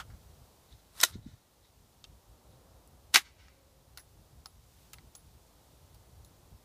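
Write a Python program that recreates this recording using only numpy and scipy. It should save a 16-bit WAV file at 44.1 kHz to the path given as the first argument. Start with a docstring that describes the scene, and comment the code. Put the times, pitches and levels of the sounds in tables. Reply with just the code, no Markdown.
"""A firearm is handled in an open winter field: the magazine slides in and latches, the bolt is slapped
shut, and small controls click with a thin ring. Each time steel hits steel, a burst of noise makes the
crack and fading tones make the ring. A sleeve brushes the stock; an earth bank and trees echo faintly.
Light wind, far traffic and hiss lie underneath. The camera, some metres off, picks up a few soft bumps
and turns itself down after the two loud clacks."""
import sys
import numpy as np
from scipy import signal
from scipy.fft import rfft, irfft, next_fast_len
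from scipy.io import wavfile
from scipy.ndimage import uniform_filter1d, map_coordinates

SR = 44100
rng = np.random.default_rng(int(sys.argv[2]) if len(sys.argv) > 2 else 0)


def transcribe(u):
    """Save the signal u as a 16-bit wav file named by the first command-line argument.

    u: samples, shape (n,) or (channels, n), limited to [-1, 1]; the rate is SR.
    q: integer samples, one column per channel.
    """
    v = np.clip(np.atleast_2d(u).T, -1, 1)
    q = np.round(v * 32767).astype(np.int16)
    wavfile.write(sys.argv[1], SR, q)


N = 292878
T = np.arange(N) / SR  # time in the scene [s]
AGE = np.arange(SR // 3) / SR  # time since a hit [s]


def amp(db):
    """Turn decibels into a gain to multiply by."""
    return 10 ** (np.asarray(db) / 20)


def unit(x):
    """Scale to an average (rms) level of 1."""
    return x / np.sqrt(np.mean(x ** 2) + 1e-20)


def gain(points, hz):
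    """Read the gain at hz off a tone curve of (frequency [Hz], level [dB]) points."""
    freqs, db = np.transpose(points)
    return amp(np.interp(np.log(hz + 1), np.log(freqs), db))


def curve(rows):
    """Join (time [s], value) points with straight lines."""
    return np.interp(T, *np.transpose(rows))


def wobble(rate):
    """A smooth curve through `rate` random values a second."""
    return map_coordinates(rng.standard_normal(int(T[-1] * rate) + 4), [T * rate])


def swells(rows):
    """Smooth rises and falls in gain from (time [s], level [dB], length [s]) rows."""
    return sum(amp(db) * np.exp(-((T - s) / length) ** 2) for s, db, length in rows)


def rise_fall(t, rise, fall):
    """Gain that climbs to 1 at t = 0 and dies again, both in dB per second."""
    return amp(-np.abs(t * np.where(t < 0, rise, fall)))


def filtered(x, response):
    """Change the tone of x so that nothing sounds before the hit (a minimum-phase filter)."""
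    size = 2 * next_fast_len(len(x))
    gains = np.maximum(response(np.fft.rfftfreq(size, 1 / SR)), 1e-6)
    cepstrum = irfft(np.log(gains))
    cepstrum[1:size // 2] *= 2
    cepstrum[size // 2 + 1:] = 0
    return irfft(rfft(x, size) * np.exp(rfft(cepstrum)))[:len(x)]


def noise(tone, size=N):
    """Noise shaped by a tone curve, at an average level of 1."""
    padded = next_fast_len(size)
    white = rfft(rng.standard_normal(padded))
    shaped = white * gain(tone, np.fft.rfftfreq(padded, 1 / SR))
    return unit(irfft(shaped, padded)[:size])


def add(track, s, sound):
    """Mix a sound in at s seconds."""
    part = track[max(round(s * SR), 0):][:len(sound)]
    part += sound[:len(part)]


def ring(notes, scatter_db):
    """Struck steel rings a little differently each time; a note drops 60 dB in its fade time."""
    hz, db, fade = np.transpose(notes)[:, :, None]
    strength = amp(db + scatter_db * rng.standard_normal(db.shape))
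    waves = strength * amp(-60 * AGE / fade) * np.sin(2 * np.pi * (hz * AGE + rng.random(hz.shape)))
    return waves.sum(0) / np.sqrt(np.sum(strength ** 2) / 2)


def steel_hit(crack, notes, ring_db, knock_db, bright_db, fade, hold_s, grip=0.047, bass_db=-8):
    """Steel hits steel: the parts chatter for hold_s, then the crack fades and the notes ring on."""
    attack = 1 - np.exp(-AGE / .00015)
    burst = noise(crack, size=len(AGE)) * amp(-60 * np.maximum(AGE - hold_s, 0) / fade)
    body = amp(ring_db) * ring(notes, scatter_db=1.5)
    body *= amp(-60 * grip * AGE / fade)  # tight contact muffles the ring
    # small parts give little bass; knock lifts the lows of heavy hits, brightness the highs of sharp ones
    tone = [(130, knock_db + bass_db), (230, knock_db), (1500, knock_db), (2400, knock_db * .7),
            (3900, 0), (5800, 0), (9000, bright_db), (15000, 2.1 * bright_db)]
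    return filtered(attack * (burst + body), lambda hz: gain(tone, hz))


def clack(hits, crack, notes, ring_db, hold_s):
    """A quick run of hits and bounces on one part."""
    out = np.zeros(N)
    for s, db, knock_db, bright_db, fade in hits:
        add(out, s, amp(db) * steel_hit(crack, notes, ring_db, knock_db, bright_db, fade, hold_s))
    return out


# how hard the wind blows: (time [s], relative level [dB])
WIND_STRENGTH = [(0.03, -56.5), (0.56, -72), (1.24, -64), (1.57, -75), (1.89, -71), (3.23, -65),
                 (3.58, -67.5), (4.93, -62.5), (5.57, -69.5), (5.9, -62.5), (6.64, -63.5)]
# puffs on the microphone, and dry grass stirring: (time [s], level [dB], length [s])
WIND_PUFFS = [(.15, -58, 0.012), (.31, -59, 0.02), (.41, -58, .025), (.74, -53.5, 0.015),
              (1.12, -52.5, .03), (1.28, -51, .03), (1.83, -59, 0.032), (2.12, -55.5, 0.042),
              (2.57, -60, 0.019), (4.34, -65, .02), (5.36, -62.5, 0.024), (6.53, -56.5, .025)]
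GRASS_STIRS = [(.25, -78.5, .65), (4.83, -76.5, 0.13), (5.8, -83, 1)]
# tone of the wind and of the hiss: (frequency [Hz], level [dB])
WIND_TONE = [(20, -26.5), (35, -12.5), (55, 1), (85, -1), (130, -6), (200, -18), (400, -31.5), (900, -59.5)]
HISS_TONE = [(200, -5.5), (1500, -1.5), (2500, -1), (3800, 2), (6000, 0.5), (10000, -1.5), (15000, -2.5)]


def breeze(lift_db=2.5, flutter_db=2.5, hiss_db=-68.5):
    """Wind flutters and puffs on the microphone; a fine hiss swells as dry grass stirs."""
    gusts = amp(curve(WIND_STRENGTH) + lift_db + flutter_db * wobble(16))
    rumble = (gusts + swells(WIND_PUFFS)) * noise(WIND_TONE)
    hiss = (amp(hiss_db) + swells(GRASS_STIRS)) * noise(HISS_TONE)
    return rumble + hiss


# how loud the traffic is: (time [s], relative level [dB])
ROAR_LEVEL = [(0.0, -66.5), (1.76, -71), (2.62, -66), (3.14, -69), (4.9, -70.5), (6.19, -67.5),
              (6.64, -68.5)]
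# tone of its roar: (frequency [Hz], level [dB])
ROAR_TONE = [(60, -6.5), (150, 1), (350, -1), (550, -1.5), (900, -3.5), (1300, -10), (2000, -22.5),
             (4000, -45)]
# tyres whine as cars pass: (time [s], level [dB], length [s])
TYRE_WHINES = [(2.62, -70, .2), (3.68, -68.5, .27)]


def far_road(lift_db=1.5, engine_hz=55, tyre_hz=506):
    """Far traffic roars softly, an engine drones slowly nearer and tyres give a wavering whine."""
    roar = amp(curve(ROAR_LEVEL) + lift_db + .7 * wobble(4.4)) * noise(ROAR_TONE)
    drone_db = -76.5 + 0.84 * T + 2 * wobble(2.6)
    drone = amp(drone_db) * np.sin(2 * np.pi * np.cumsum(engine_hz + wobble(2)) / SR)
    whine_hz = tyre_hz + 8 * T + 14 * wobble(90)
    whine = swells(TYRE_WHINES) * amp(2 * wobble(25)) * np.sin(2 * np.pi * np.cumsum(whine_hz) / SR)
    return roar + drone + whine


# sharp clicks, plus a soft, dull echo at 0.1 s: (time [s], relative level [dB], knock [dB],
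# brightness [dB], fade [s], body pitch [Hz], catch pitch [Hz], spring level [dB])
CLICKS_AND_ECHO = [(0.0005, -41.5, 12.5, -2, 0.075, 1410, 3260, -90),
                   (.1, -64, 8, -10, 0.26, 1500, 2100, -90), (2.0409, -40.5, 0, -6, 0.025, 2800, 3650, -90),
                   (2.8746, -66.5, -13, 9, 0.013, 7500, 9930, -88),
                   (3.4829, -53, 11, -7, 0.014, 1900, 7000, -90),
                   (3.9738, -38, 1.5, 1.5, 0.028, 1315, 3900, -50),
                   (3.9830, -46.5, 5, -24, 0.033, 990, 2090, -70),
                   (3.9950, -56, 7, 4, 0.074, 1800, 5530, -55),
                   (4.4583, -39, 5.5, -1.5, 0.017, 1020, 4860, -55),
                   (4.9329, -38, 2.5, 2.5, 0.029, 1934, 2960, -60),
                   (4.984, -49.5, 6.5, -11, 0.016, 2076, 3820, -90),
                   (5.151, -43, -2, 0, 0.03, 1460, 6700, -48),
                   (5.9450, -59.5, -1, 5.5, .04, 2500, 4530, -89),
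                   (6.247, -54.5, -18, 5.5, 0.02, 3840, 6500, -60)]
# tone of a click's crack: (frequency [Hz], level [dB])
CLICK_TONE = [(150, -25), (500, -19), (900, -7.5), (1300, -4.5), (1700, -7), (2600, -8.5), (5000, -1),
              (7500, -4), (11000, -6.5), (15000, -8)]
# ringing notes of a catch and of its spring: (pitch [Hz], relative level [dB], fade [s])
CATCH_NOTES = [(783, 2, 0.033), (1285, -1.5, 0.068), (2023, -5.5, 0.047), (2728, -1, 0.032),
               (4440, 7, 0.027), (5300, 3, .03)]
SPRING_NOTES = [(10900, 5, 0.14), (10975, 4, 0.13), (11200, 2, 0.079), (14700, -5, 0.13), (15050, -9, .07)]


def clicks(boost_db=10, width=0.18, bounce_s=.0075, bounce_db=-11, spring_rise_s=.006):
    """Sharp clicks bounce once and set a spring singing; a soft, dull echo follows the opening clack."""
    out = np.zeros(N)
    spring_rise = 1 - np.exp(-AGE / spring_rise_s)  # the spring takes a moment to pick up the blow
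    for s, db, knock_db, bright_db, fade, body_hz, catch_hz, spring_db in CLICKS_AND_ECHO:
        def resonance(hz):
            """Boost the sound near the row's two pitches."""
            return amp(sum(boost_db / (1 + ((hz / peak - 1) / width) ** 2)
                           for peak in (body_hz, catch_hz)))

        for delay, drop_db in ((0, 0), (bounce_s, bounce_db)):
            hit = steel_hit(CLICK_TONE, CATCH_NOTES, ring_db=-10.5, knock_db=knock_db,
                            bright_db=bright_db, fade=fade, hold_s=0.00032)
            add(out, s + delay, amp(db + drop_db - boost_db / 2) * filtered(hit, resonance))
        add(out, s, amp(spring_db) * spring_rise * ring(SPRING_NOTES, scatter_db=1))
    return out


# echoes off ground, bank and trees: (delay [s], relative level [dB], rise [dB/s], fall [dB/s])
ECHOES = [(.05, -7, 280, 60), (.105, 2, 450, 280), (.24, -5, 601.5, 80)]
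# their tone: (frequency [Hz], level [dB])
ECHO_TONE = [(200, -10.5), (1000, -0.5), (2200, 1), (4200, -2), (8000, -4), (14000, -15)]


def field_echo(x, level_db=-43):
    """The ground, the bank and the trees each scatter back a faint, dull echo."""
    t = np.arange(SR) / SR
    shape = np.max([amp(db) * rise_fall(t - delay, rise, fall) for delay, db, rise, fall in ECHOES], 0)
    tail = noise(ECHO_TONE, size=SR) * shape
    return amp(level_db) * signal.fftconvolve(x, tail / np.linalg.norm(tail))[:N]


# swishes of cloth: (time [s], level [dB], length [s])
SWISHES = [(0.723, -66, 0.03), (.8, -72, 0.015), (1.142, -55, 0.015), (1.286, -67.5, 0.062),
           (1.66, -70.5, .03), (2.531, -72.5, 0.041)]
# their tone: (frequency [Hz], level [dB])
CLOTH_TONE = [(500, -35), (2000, 3), (2800, -12), (3800, 11), (4600, -0.5), (6500, -6), (10000, -32)]


def sleeve(rough_db=2.9):
    """A sleeve brushes the stock in short, grainy swishes."""
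    return swells(SWISHES) * unit(noise(CLOTH_TONE) * amp(rough_db * wobble(150)))


# magazine, then bolt, sliding home:
# (stop time [s], level [dB], rise [dB/s], tail level [dB], tail length [s])
STROKES = [(1.031, -36, 340, -46.5, .042), (3.15, -32, 1499.5, -48.5, 0.034)]
# tone of steel rubbing steel: (frequency [Hz], level [dB])
SCRAPE_TONE = [(150, -26), (500, -7), (1300, 3.5), (2400, -4.5), (4000, 1.5), (6000, -4), (8000, -3),
               (11000, -3), (15000, -11)]


def sliding(stop_db_per_s=780, tail_lag_s=0.041, rough_db=1.4):
    """Parts rub ever harder on their way in and stop short; a brief hissy tail follows each stroke."""
    rubbing = sum(amp(db) * rise_fall(T - s, rise, stop_db_per_s) for s, db, rise, _, _ in STROKES)
    tails = swells([(s + tail_lag_s, db, length) for s, _, _, db, length in STROKES])
    scrape = unit(noise(SCRAPE_TONE) * amp(rough_db * wobble(600)))
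    return np.maximum(rubbing, tails) * scrape


# the magazine's hits: (time [s], level [dB], knock [dB], brightness [dB], fade [s])
MAGAZINE_HITS = [(1.0022, -22, -15.5, -5.5, 0.0092), (1.0122, -22, -20.5, 0.5, 0.017),
                 (1.0305, -22.5, -4.5, -2.5, .025), (1.0328, -12.5, 0.5, 1.5, 0.039),
                 (1.0358, -8.5, -0.5, -1, 0.021), (1.0465, -22, -2.5, 1, 0.032),
                 (1.0495, -30, -4, -1.5, 0.087)]
# tone of their crack: (frequency [Hz], level [dB])
MAGAZINE_TONE = [(100, -43.5), (280, -26), (370, -10.5), (650, -5), (820, -18.5), (1030, -2.5),
                 (1600, -9.5), (2600, -3), (3900, 2), (4800, -5), (6200, 3), (7500, -3.5), (11000, -4),
                 (15000, -9)]
# the magazine's ringing notes: (pitch [Hz], relative level [dB], fade [s])
MAGAZINE_NOTES = [(352, -18, 0.068), (549, -17.5, 0.01), (659.7, -12.5, .04), (1033, -2, 0.03),
                  (1414.6, -5.5, 0.057), (1905, 4, 0.031), (2230, -10.5, .04), (3004, -6.5, 0.045),
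                  (3600, -7.5, 0.058), (3845, -3.5, 0.063), (4811, -9.5, .05), (5290, -8, 0.1),
                  (5447, -3, 0.033), (6100, -6.5, 0.028), (7630, -7, .04), (8000, -6, 0.051),
                  (8900, -4, .05), (11440, -6.5, 0.034)]


def magazine():
    """The magazine knocks into place, latches and rings briefly."""
    return clack(MAGAZINE_HITS, MAGAZINE_TONE, MAGAZINE_NOTES, ring_db=-5, hold_s=.0001)


# low bumps at the camera: (time [s], level [dB], pitch [Hz], length [s])
SOFT_BUMPS = [(1.1568, -31, 220, 0.0018), (1.1616, -31.5, 109, 0.0022), (1.197, -42.5, 105, 0.0088),
              (1.266, -34, 225, 0.0039), (1.341, -42.5, 110, 0.0085)]
# tone of the shudder around them: (frequency [Hz], level [dB])
SHUDDER_TONE = [(30, -9.5), (60, -0.5), (110, 1), (200, -10), (400, -24), (900, -51)]


def bumps(lag_s=.008, shudder_below_db=21, shudder_s=0.041):
    """Soft pushes on the microphone, a wave or two each, inside a short low shudder."""
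    pushes = sum(swells([(s, db, length)]) * np.sin(2 * np.pi * hz * (s - T))
                 for s, db, hz, length in SOFT_BUMPS)
    shudder = swells([(s + lag_s, db - shudder_below_db, shudder_s) for s, db, _, _ in SOFT_BUMPS])
    return pushes + shudder * noise(SHUDDER_TONE)


# the bolt's hits: (time [s], level [dB], knock [dB], brightness [dB], fade [s])
BOLT_HITS = [(3.1405, -22, -8, 0.5, .013), (3.1436, -11, -2, 3, 0.022), (3.1474, -11.5, -2.5, -1.5, 0.042),
             (3.1573, -8, -3.5, -1, 0.041), (3.1596, -16, 5, -1, 0.034), (3.1657, -16, -6.5, -1, 0.038),
             (3.1695, -22, 1.5, 2.5, .06), (3.1760, -26.5, 2, 1.5, 0.074), (3.1865, -35, -1, 1, 0.077)]
# tone of their crack: (frequency [Hz], level [dB])
BOLT_TONE = [(100, -44), (210, -25), (290, -16), (370, -14.5), (430, -30), (600, -26.5), (730, -7),
             (1000, -10.5), (1300, -3), (1900, 3), (3500, -2.5), (6200, -3.5), (7500, -10.5), (11000, -12),
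             (15000, -19)]
# ringing notes of the steel frame: (pitch [Hz], relative level [dB], fade [s])
FRAME_NOTES = [(279.9, -13.5, 0.06), (372, -18, .07), (728, -8.5, .06), (820, -3.5, .06), (1129, -8, 0.13),
               (1506, -5, 0.05), (1890, 4, .05), (2000, -5.5, 0.061), (2095, 1, .07), (2228, -3.5, 0.061),
               (2820, 4, 0.055), (3097, -1, 0.076), (3445, -1, 0.065), (3864, 1.5, 0.082),
               (4756, -9.5, 0.064), (5500, -7, .06), (5920, -3, .05), (8113, -11.5, .06)]


def bolt():
    """The bolt slams shut and sets the steel frame around it ringing."""
    return clack(BOLT_HITS, BOLT_TONE, FRAME_NOTES, ring_db=-6.5, hold_s=.0005)


def scene():
    """The firearm, its echo and the open air, in one channel."""
    gun = magazine() + bolt() + clicks() + sliding()
    return (gun + field_echo(gun) + sleeve() + bumps() + breeze() + far_road())[None]


def gain_control(x, threshold_db=-18, depth_db=3, recovery_db_per_s=3.2):
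    """Loud peaks turn the volume down by up to depth_db; then it creeps back."""
    over_db = np.clip(20 * np.log10(np.abs(x) + 1e-9) - threshold_db, 0, depth_db)
    creep_db = recovery_db_per_s * T
    cut_db = np.maximum.accumulate(over_db + creep_db) - creep_db
    return x * amp(-uniform_filter1d(cut_db, size=64))


def record(dry, top_hz=15400):
    """The camera turns down after loud peaks and cuts the highest treble."""
    treble_cut = signal.firwin(301, top_hz, fs=SR, window="blackman")
    return signal.fftconvolve(gain_control(dry[0]), treble_cut, "same")[None]


dry = scene()
out = record(dry)
transcribe(out)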